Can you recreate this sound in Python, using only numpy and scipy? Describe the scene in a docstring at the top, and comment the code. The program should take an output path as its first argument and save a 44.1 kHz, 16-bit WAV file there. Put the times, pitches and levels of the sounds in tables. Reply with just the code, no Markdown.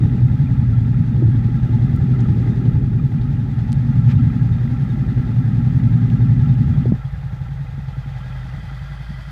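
"""A V4 motorcycle idles, its exhaust loping in an uneven four-beat pattern over valve and gear clatter.
Metal covers ping and the airbox rings. The hand holding the microphone rests on the bike, so the shaking
frame booms into it and the fairing buzzes; near 7 s the hand lifts with a bump and moves round to the
side. A dash button ticks, plastic snaps and a sleeve brushes the fairing."""
import sys
import numpy as np
from scipy import signal
from scipy.io import wavfile
from scipy.ndimage import uniform_filter1d, minimum_filter1d

SR = 44100
rng = np.random.default_rng(int(sys.argv[2]) if len(sys.argv) > 2 else 0)


def dump(signal):
    """Clip the signal to [-1, 1] and save it as 16-bit WAV at the path in sys.argv[1]."""
    limited = np.clip(np.atleast_2d(signal).T, -1, 1)
    pcm = np.round(limited * 32767).astype(np.int16)
    wavfile.write(sys.argv[1], SR, pcm)


N = 410571
TIME = np.arange(N) / SR


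def amp(db):
    """Decibels to gain."""
    return 10 ** (np.asarray(db) / 20)


def unit_rms(x):
    """Scales to rms 1."""
    return x / np.sqrt(np.mean(x ** 2) + 1e-20)


def steadied(x, samples=8192):
    """Scales to a running rms of 1; the default spans about two engine cycles."""
    power = uniform_filter1d(uniform_filter1d(x ** 2, samples), samples // 2)
    return x / np.sqrt(abs(power) + 1e-20)


def curve(rows):
    """Joins (seconds, value) rows with straight lines."""
    return np.interp(TIME, *np.transpose(rows))


def swing(rows):
    """A level curve in dB about its mean."""
    db = curve(rows)
    return db - db.mean()


def spell(middle_s, length_s):
    """Gaussian rise to 1 and fall."""
    return np.exp(-2 * ((TIME - middle_s) / length_s) ** 2)


def swell(cycle, crest):
    """One cosine swell per cycle, -1 to 1, peaking at phase crest."""
    return np.cos(2 * np.pi * (cycle - crest))


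def wander(steps, rebound=0, size=256):
    """Interpolates one random value per step; each pushes back by a share of the last."""
    draws = rng.standard_normal(size)
    return np.interp(steps, np.arange(size), unit_rms(draws - rebound * np.roll(draws, 1)))


def noise():
    """White noise of rms 1."""
    return rng.standard_normal(N)


def colour(x, spectrum, size=32768):
    """Minimum-phase filter from (Hz, dB) rows: rings after a blow, never before."""
    hz, db = np.transpose(spectrum)
    bin_hz = abs(np.fft.fftfreq(size, 1 / SR))
    log_gain = np.log(amp(np.interp(np.log(bin_hz + 1), np.log(hz + 1), db)) + 1e-5)
    log_gain -= np.log1p((bin_hz / (2 * hz.max())) ** 2)
    response = np.exp(np.conj(signal.hilbert(log_gain)))
    taps = np.fft.ifft(response).real[:size // 4]
    return signal.oaconvolve(x, taps)[:N]


def resonances(x, modes):
    """Rings (Hz, width in Hz, rms dB) modes with x."""
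    out = np.zeros(N)
    for hz, width_hz, db in modes:
        b, a = signal.iirpeak(hz, hz / width_hz, fs=SR)
        out += amp(db) * unit_rms(signal.lfilter(b, a, signal.lfilter(b, a, x)))
    return out


def add(mix, start_s, sound, peak_db):
    """Mixes a sound in at a given peak level."""
    part = mix[round(start_s * SR):][:len(sound)]
    part += amp(peak_db) * sound[:len(part)] / abs(sound).max()


def beats(cycle, phases, db, jitter, spread_db):
    """An impulse at each phase of every cycle, scattered in strength and by jitter cycles in time."""
    shape = (int(cycle[-1]) + 1, len(phases))
    slip, force = np.moveaxis(rng.standard_normal(shape + (2,)), 2, 0)
    at_cycle = np.arange(shape[0])[:, None] + phases + jitter * slip
    at_sample = np.interp(at_cycle, cycle, np.arange(N), right=N).astype(int)
    strength = amp(db + spread_db * np.clip(force, -2, 2))
    return np.bincount(at_sample.ravel(), strength.ravel(), N + 1)[:N]


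def puffs(impulses, decay_s, floor):
    """Noise that flares at each impulse and decays to a floor."""
    flare = unit_rms(signal.lfilter([1], [1, -np.exp(-1 / (decay_s * SR))], impulses))
    return unit_rms((flare + floor) * noise())


# Each row: time in seconds, position from 0 (above the dashboard) to 1 (beside the engine).
MIC_PATH = [(0, 0.02), (6.9, 0.12), (7.5, 0.1), (8.3, 0.4), (9.31, 0.98)]

def side_share():
    """How far the microphone has moved round to the side."""
    return curve(MIC_PATH)


# Each row: time in seconds, four-stroke cycles per second.
IDLE_SPEED = [(0.0, 10.789), (0.63, 10.615), (2.67, 10.758), (5.87, 10.644), (6.85, 10.77), (8.38, 10.645),
              (9.3, 10.962)]

def crank(hunt_cycles=.008, hunt_s=.25):
    """Engine cycles elapsed; the crank hunts slightly ahead and behind."""
    return np.cumsum(curve(IDLE_SPEED)) / SR + hunt_cycles * wander(TIME / hunt_s)


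# Firings 270-180-90-180 degrees apart. Each row: cycle phase 0-1, relative exhaust dB, relative frame dB.
FIRINGS = [(.067, -6, -2.5), (.442, -6, -1), (.692, -9.5, -0.5), (.817, 0, 3.5)]
# Each row: frequency in Hz, relative level in dB.
PIPE_SPECTRUM = [(15, -41), (33, -19), (46, -10.5), (62, -7.5), (85, -7.5), (110, -5.5), (135, 7),
                 (150, -5.5), (170, -14), (200, -18.5), (240, -35), (280, -26), (330, -42.5), (600, -49.5)]

def exhaust(cycle, burn):
    """Gas blasts ring the pipe, one strong putt per cycle; the silencer drones at five times cycle rate."""
    phases, db, _ = np.transpose(FIRINGS)
    blasts = -unit_rms(beats(cycle, phases, db, jitter=0.0035, spread_db=2.4))
    gas = blasts + 0.83 * puffs(blasts, decay_s=0.0099, floor=1.0)
    putt_db = 4.2 * swell(cycle, crest=.5) + 2 * swell(2 * cycle, crest=.8)
    pipe = steadied(colour(gas, PIPE_SPECTRUM) * amp(putt_db), samples=4121)
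    drone = np.cos(2 * np.pi * 5 * cycle)
    level_db = -24 - 8.5 * side_share() + 0.66 * burn
    return amp(level_db) * pipe + amp(-28.5) * drone


# Each row: frequency in Hz, relative level in dB.
BOOM_SPECTRUM = [(40, -49), (70, -22.5), (86, -15.5), (100, -14), (117, -0.5), (127, 3.5), (139, -7.5),
                 (155, -17), (176, -18.5), (210, -28), (300, -61.5)]
THUD_SPECTRUM = [(15, -26), (32, -11.5), (43, -1.5), (55, -1.5), (68, -0.5), (84, 2.5), (100, -12.5),
                 (160, -39.5)]
# Coupling through the hand. Each row: time in seconds, base boom level in dB.
GRIP = [(0, -14.5), (2.15, -15.5), (2.75, -14), (3.15, -19.5), (3.55, -21), (4.15, -12.5), (4.85, -21.5),
        (5.2, -20), (5.65, -14), (6.55, -13.5), (6.9, -19)]

def frame(cycle, kicks, burn, throb_db=7, lope_db=2, settle_s=12):
    """The kicked frame booms through the hand, growing steadier, over a deep thud that eases off."""
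    throb = amp(throb_db * np.tanh(1.5 * swell(cycle, crest=.56) + .5))
    boom = steadied(colour(kicks + 0.79 * noise(), BOOM_SPECTRUM), samples=2600) * throb
    boom_db = curve(GRIP) + lope_db * np.exp(-TIME / settle_s) * burn
    thud = colour(.5 * kicks + noise(), THUD_SPECTRUM) * amp(2.4 * swell(cycle, crest=0.26))
    thud_db = -27 - 0.5 * TIME
    return amp(boom_db) * steadied(boom, samples=4121) + amp(thud_db) * unit_rms(thud)


# Each row: frequency in Hz, relative level in dB.
BUZZ_SPECTRUM = [(120, -27), (158, 5), (180, 2), (200, -2.5), (220, 1), (240, 2.5), (258, -4), (278, -8),
                 (298, -18), (360, -35), (500, -58.5)]
HAND_LIFT_S = 6.965

def fairing(cycle, kicks, rise_db_per_s=0.31):
    """The shaken fairing buzzes, louder with a firmer grip and as time goes on."""
    buzz = colour(noise() + 0.25 * kicks, BUZZ_SPECTRUM) * amp(2 * swell(cycle, crest=0.82))
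    level_db = -23.5 + 0.52 * swing(GRIP) + rise_db_per_s * (TIME - HAND_LIFT_S / 2)
    return amp(level_db) * steadied(buzz)


# Each row: frequency in Hz, relative level in dB.
PANEL_SPECTRUM = [(200, -24.5), (280, -1.5), (320, 1), (355, -3), (395, -1.5), (430, -9.5), (470, -13.5),
                  (600, -23.5), (1000, -48)]
# Each row: middle in seconds, length in seconds, level in dB.
CHATTER_SPELLS = [(.05, 0.32, -35), (1.213, .1, -32.5), (2.402, 1.0, -35), (5.1, 0.31, -41),
                  (6.15, .3, -41.5)]

def loose_panel(kicks, floor_db=-44.5):
    """A loose panel rattles faintly with the kicks and chatters harder in spells."""
    rattle = colour(puffs(kicks, decay_s=0.026, floor=2.5), PANEL_SPECTRUM)
    power = sum((amp(db) * spell(middle_s, length_s)) ** 2 for middle_s, length_s, db in CHATTER_SPELLS)
    return np.sqrt(amp(floor_db) ** 2 + power) * steadied(rattle)


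# Each row: cycle phase 0-1, relative level in dB.
VALVE_TICKS = [(.06, -3.5), (.2, 4), (0.338, 5), (0.458, -6), (.58, 2), (0.719, -9.5), (.822, -5.5),
               (.915, -1)]
# Each row: frequency in Hz, relative level in dB.
CLATTER_FRONT = [(280, -30), (480, -4), (669, -11), (833, 2.5), (882, -3), (926, -10), (1000, -15.5),
                 (1110, -13.5), (1320, -9), (1500, -10.5), (1680, -12), (1740, -8), (2020, -10.5),
                 (2190, -17), (2600, -30), (3380, -51), (5720, -120)]
CLATTER_SIDE = [(190, -43), (330, -10.5), (354, -10.5), (428, -15), (545, -6.5), (743, -4.5), (803, -0.5),
                (1110, -12.5), (1360, -1), (1540, -4), (1660, -2.5), (1760, -7.5), (1990, 1), (2190, -13.5),
                (2600, -16), (3380, -41), (5720, -120)]
HISS_FRONT = [(1470, -31.5), (2500, -0.5), (2910, -7.5), (3070, -7.5), (3550, -4.5), (4040, -8.5),
              (4430, -9), (5620, -15), (6250, -15), (7860, -21.5), (10800, -28), (14600, -26), (15500, -31)]
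HISS_SIDE = [(1470, -30), (2500, -4.5), (2780, -13), (3000, -5.5), (3190, 3), (3500, -3.5), (3980, -10),
             (4780, -4.5), (5200, -11.5), (6800, -20), (11000, -24.5), (14700, -31.5), (15500, -33)]
# Openness of the path past tank and fairing. Each row: time in seconds, direct clatter level in dB.
EXPOSURE = [(0, -44.5), (0.8, -46.5), (2.5, -44), (2.9, -48), (4.1, -44.5), (4.8, -45.0), (6.8, -44.5),
            (7.05, -47.5), (7.8, -48), (8.3, -45.5), (9.31, -46.5)]
# Tank, fairing and ground. Each row: delay in seconds, gain in dB.
ECHOES = [(.0017, -22.5), (.0031, -22.5), (.0049, -17), (.0078, -19)]

def valve_train(cycle):
    """Valves and chain links clatter under a gear hiss, brighter from the side, with near echoes."""
    phases, db = np.transpose(VALVE_TICKS)
    clatter = puffs(beats(cycle, phases, db, jitter=0.0013, spread_db=3), decay_s=0.013, floor=1.4)
    hiss = puffs(beats(cycle, phases, db, jitter=0.0038, spread_db=4.0), decay_s=0.0064, floor=5)
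    hiss *= amp(1.3 * swell(cycle, crest=0.68))
    side = side_share()
    clatter_db = curve(EXPOSURE)
    hiss_db = clatter_db - 11.5 + 5 * side
    direct = np.zeros(N)
    for drive, front, beside, level_db in ((clatter, CLATTER_FRONT, CLATTER_SIDE, clatter_db),
                                           (hiss, HISS_FRONT, HISS_SIDE, hiss_db)):
        blend = (1 - side) * unit_rms(colour(drive, front)) + side * unit_rms(colour(drive, beside))
        direct += amp(level_db) * steadied(blend)
    # curved panels scatter the treble, so the echoes are dull
    dull = signal.sosfilt(signal.butter(2, 3500, fs=SR, output="sos"), direct)
    return direct + sum(amp(db) * np.roll(dull, round(delay_s * SR)) for delay_s, db in ECHOES)


# Each row: cycle phase 0-1, relative level in dB.
GEAR_KNOCKS = [(.02, 2), (.42, 0.5), (.74, 0), (0.839, -3.5)]
# Each row: frequency in Hz, width in Hz, base level in dB, loudest cycle phase 0-1.
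COVER_MODES_FRONT = [(1253, 89, -59, .97), (1342, 33, -56.5, .96), (1650, 33, -58, 0.4),
                     (2012, 140, -60.5, .24), (2420, 90, -67.5, 0.1), (2820, 140, -70.5, 1),
                     (3290, 55, -68, .34), (3670, 45, -66, .44)]
COVER_MODES_SIDE = [(1155, 110, -57.5, 0.83), (1375, 73, -54.5, .08), (1620, 73, -53.5, 0.39),
                    (1985, 45, -55.5, 0.91), (2530, 71, -63.5, .2), (3110, 97, -63, 1),
                    (3400, 130, -65, 0.29)]

def covers(cycle, swell_db=5):
    """Gear teeth knock through their slack; each metal cover rings hardest at its own phase."""
    side = side_share()
    phases, db = np.transpose(GEAR_KNOCKS)
    out = np.zeros(N)
    for share, modes in ((1 - side, COVER_MODES_FRONT), (side, COVER_MODES_SIDE)):
        for hz, width_hz, mode_db, crest in modes:
            knocks = beats(cycle, phases, db, jitter=.025, spread_db=3.0)
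            ring = resonances(puffs(knocks, decay_s=0.0027, floor=0.086), [(hz, width_hz, mode_db)])
            out += np.sqrt(share) * ring * unit_rms(amp(swell_db * swell(cycle, crest)))
    # the microphone passes the open gap between tank and fairing
    gap_db = 3.5 * spell(middle_s=8.22, length_s=.25)
    return amp(-1 + 1.1 * swing(EXPOSURE) + gap_db) * out


# Each row: frequency in Hz, width in Hz, relative level in dB.
AIRBOX_MODES = [(810, 130, -4.5), (853.5, 27, -4), (1430, 64, -16), (3400, 1800, -13)]

def intake(cycle):
    """The nearest cylinder gulps air once a cycle and rings the airbox."""
    gulps = beats(cycle, phases=[.37], db=0, jitter=0.014, spread_db=6.5)
    air = puffs(gulps, decay_s=0.018, floor=.05)
    return amp(-56.5 - 4.5 * side_share()) * resonances(air, AIRBOX_MODES)


# Each row: start in seconds, peak level in dB, frequency in Hz, t60 in seconds.
HAND_BUMPS = [(1.223, -12, 306, 0.037), (1.284, -17.5, 293, 0.04), (1.348, -20, 296, 0.036),
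              (1.486, -24, 330, 0.036), (1.691, -25, 318, 0.031), (6.856, -15, 370, 0.016),
              (6.877, -19, 248, .04), (6.921, 1, 186, 0.029), (6.922, -24, 720, 0.0056),
              (7.488, -32.5, 230, 0.035), (7.779, -26.5, 214, 0.053), (7.969, -33, 230, 0.027),
              (8.059, -29, 215, 0.043), (8.715, -31, 218, 0.02), (9.104, -26.5, 190, 0.051)]

def hand_bumps(attack_s=0.0018):
    """The hand bumps the microphone's housing, which gives a short dull ring."""
    out = np.zeros(N)
    t = TIME[:SR // 8]
    for start_s, db, hz, t60_s in HAND_BUMPS:
        envelope = (1 - np.exp(-t / attack_s)) * amp(-60 * t / t60_s)
        add(out, start_s, -np.sin(2 * np.pi * hz * t) * envelope, db)
    return out


# Each row: start in seconds, peak level in dB, low and high band edges in Hz, t60 in seconds.
PLASTIC_CLICKS = [(1.9625, -38.5, 7500, 13400, .016), (1.963, -46, 3800, 6000, .008),
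                  (2.206, -36.5, 3800, 7000, 0.02), (3.7208, -31, 3300, 6200, .005),
                  (3.729, -27, 5300, 9000, .003), (3.729, -26.5, 2700, 5000, 0.0045),
                  (6.101, -32.5, 1900, 3400, 0.035)]

def plastic_clicks():
    """A button ticks and plastic snaps: one hard contact, then a splintery ring."""
    out = np.zeros(N)
    t = TIME[:SR // 8]
    for start_s, db, low_hz, high_hz, t60_s in PLASTIC_CLICKS:
        contact = t == 0
        splinters = 0.088 * rng.standard_normal(len(t)) * amp(-60 * t / t60_s)
        band = signal.butter(2, [low_hz, high_hz], "bandpass", fs=SR, output="sos")
        add(out, start_s, signal.sosfilt(band, contact + splinters), db)
    return out


# Each row: time in seconds, level in dB.
SLEEVE_STROKE = [(4.03, -75), (4.09, -45), (4.118, -38.5), (4.135, -50), (4.17, -73.5)]
# Each row: frequency in Hz, relative level in dB.
CLOTH_SPECTRUM = [(500, -13), (1200, 2.5), (2200, -0.5), (4000, -9.5), (7000, -20.5), (10000, -33),
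                  (15000, -31)]

def sleeve():
    """Cloth rubs the fairing in one brief swish."""
    touching = (TIME > SLEEVE_STROKE[0][0]) & (TIME < SLEEVE_STROKE[-1][0])
    return touching * amp(curve(SLEEVE_STROKE)) * unit_rms(colour(noise(), CLOTH_SPECTRUM))


def scene():
    """One crank drives every engine sound; the frame's shaking is heard until the hand lifts."""
    cycle = crank()
    # burn strength in standard deviations, new each cycle; a weak burn is partly made up by the next
    burn = uniform_filter1d(wander(np.floor(cycle - .05) + 1, rebound=0.18), size=900)
    phases, _, frame_db = np.transpose(FIRINGS)
    kicks = -unit_rms(beats(cycle, phases, frame_db, jitter=0.0045, spread_db=0.3))
    shaking = frame(cycle, kicks, burn) + fairing(cycle, kicks) + loose_panel(kicks)
    hand_contact = np.clip((HAND_LIFT_S - TIME) / 0.02 + .5, 0, 1)
    airborne = exhaust(cycle, burn) + valve_train(cycle) + covers(cycle) + intake(cycle)
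    handling = sleeve() + hand_bumps() + plastic_clicks()
    return (hand_contact * shaking + airborne + handling)[None]


def record(dry):
    """The microphone drops the deepest bass and hisses faintly; a quick limiter and a low-pass follow."""
    ceiling, limiter_samples, cutoff_hz = .7, 900, 15300
    mic = signal.sosfilt(signal.butter(1, 10, "highpass", fs=SR, output="sos"), dry) + amp(-71) * noise()
    gain = np.minimum(1, ceiling / (abs(mic) + 1e-9))
    gain = uniform_filter1d(minimum_filter1d(gain, limiter_samples), limiter_samples)
    lowpass = signal.firwin(511, cutoff_hz, window=("kaiser", 9), fs=SR)
    return signal.oaconvolve(mic * gain, lowpass[None], "same")


dry = scene()
out = record(dry)
dump(out)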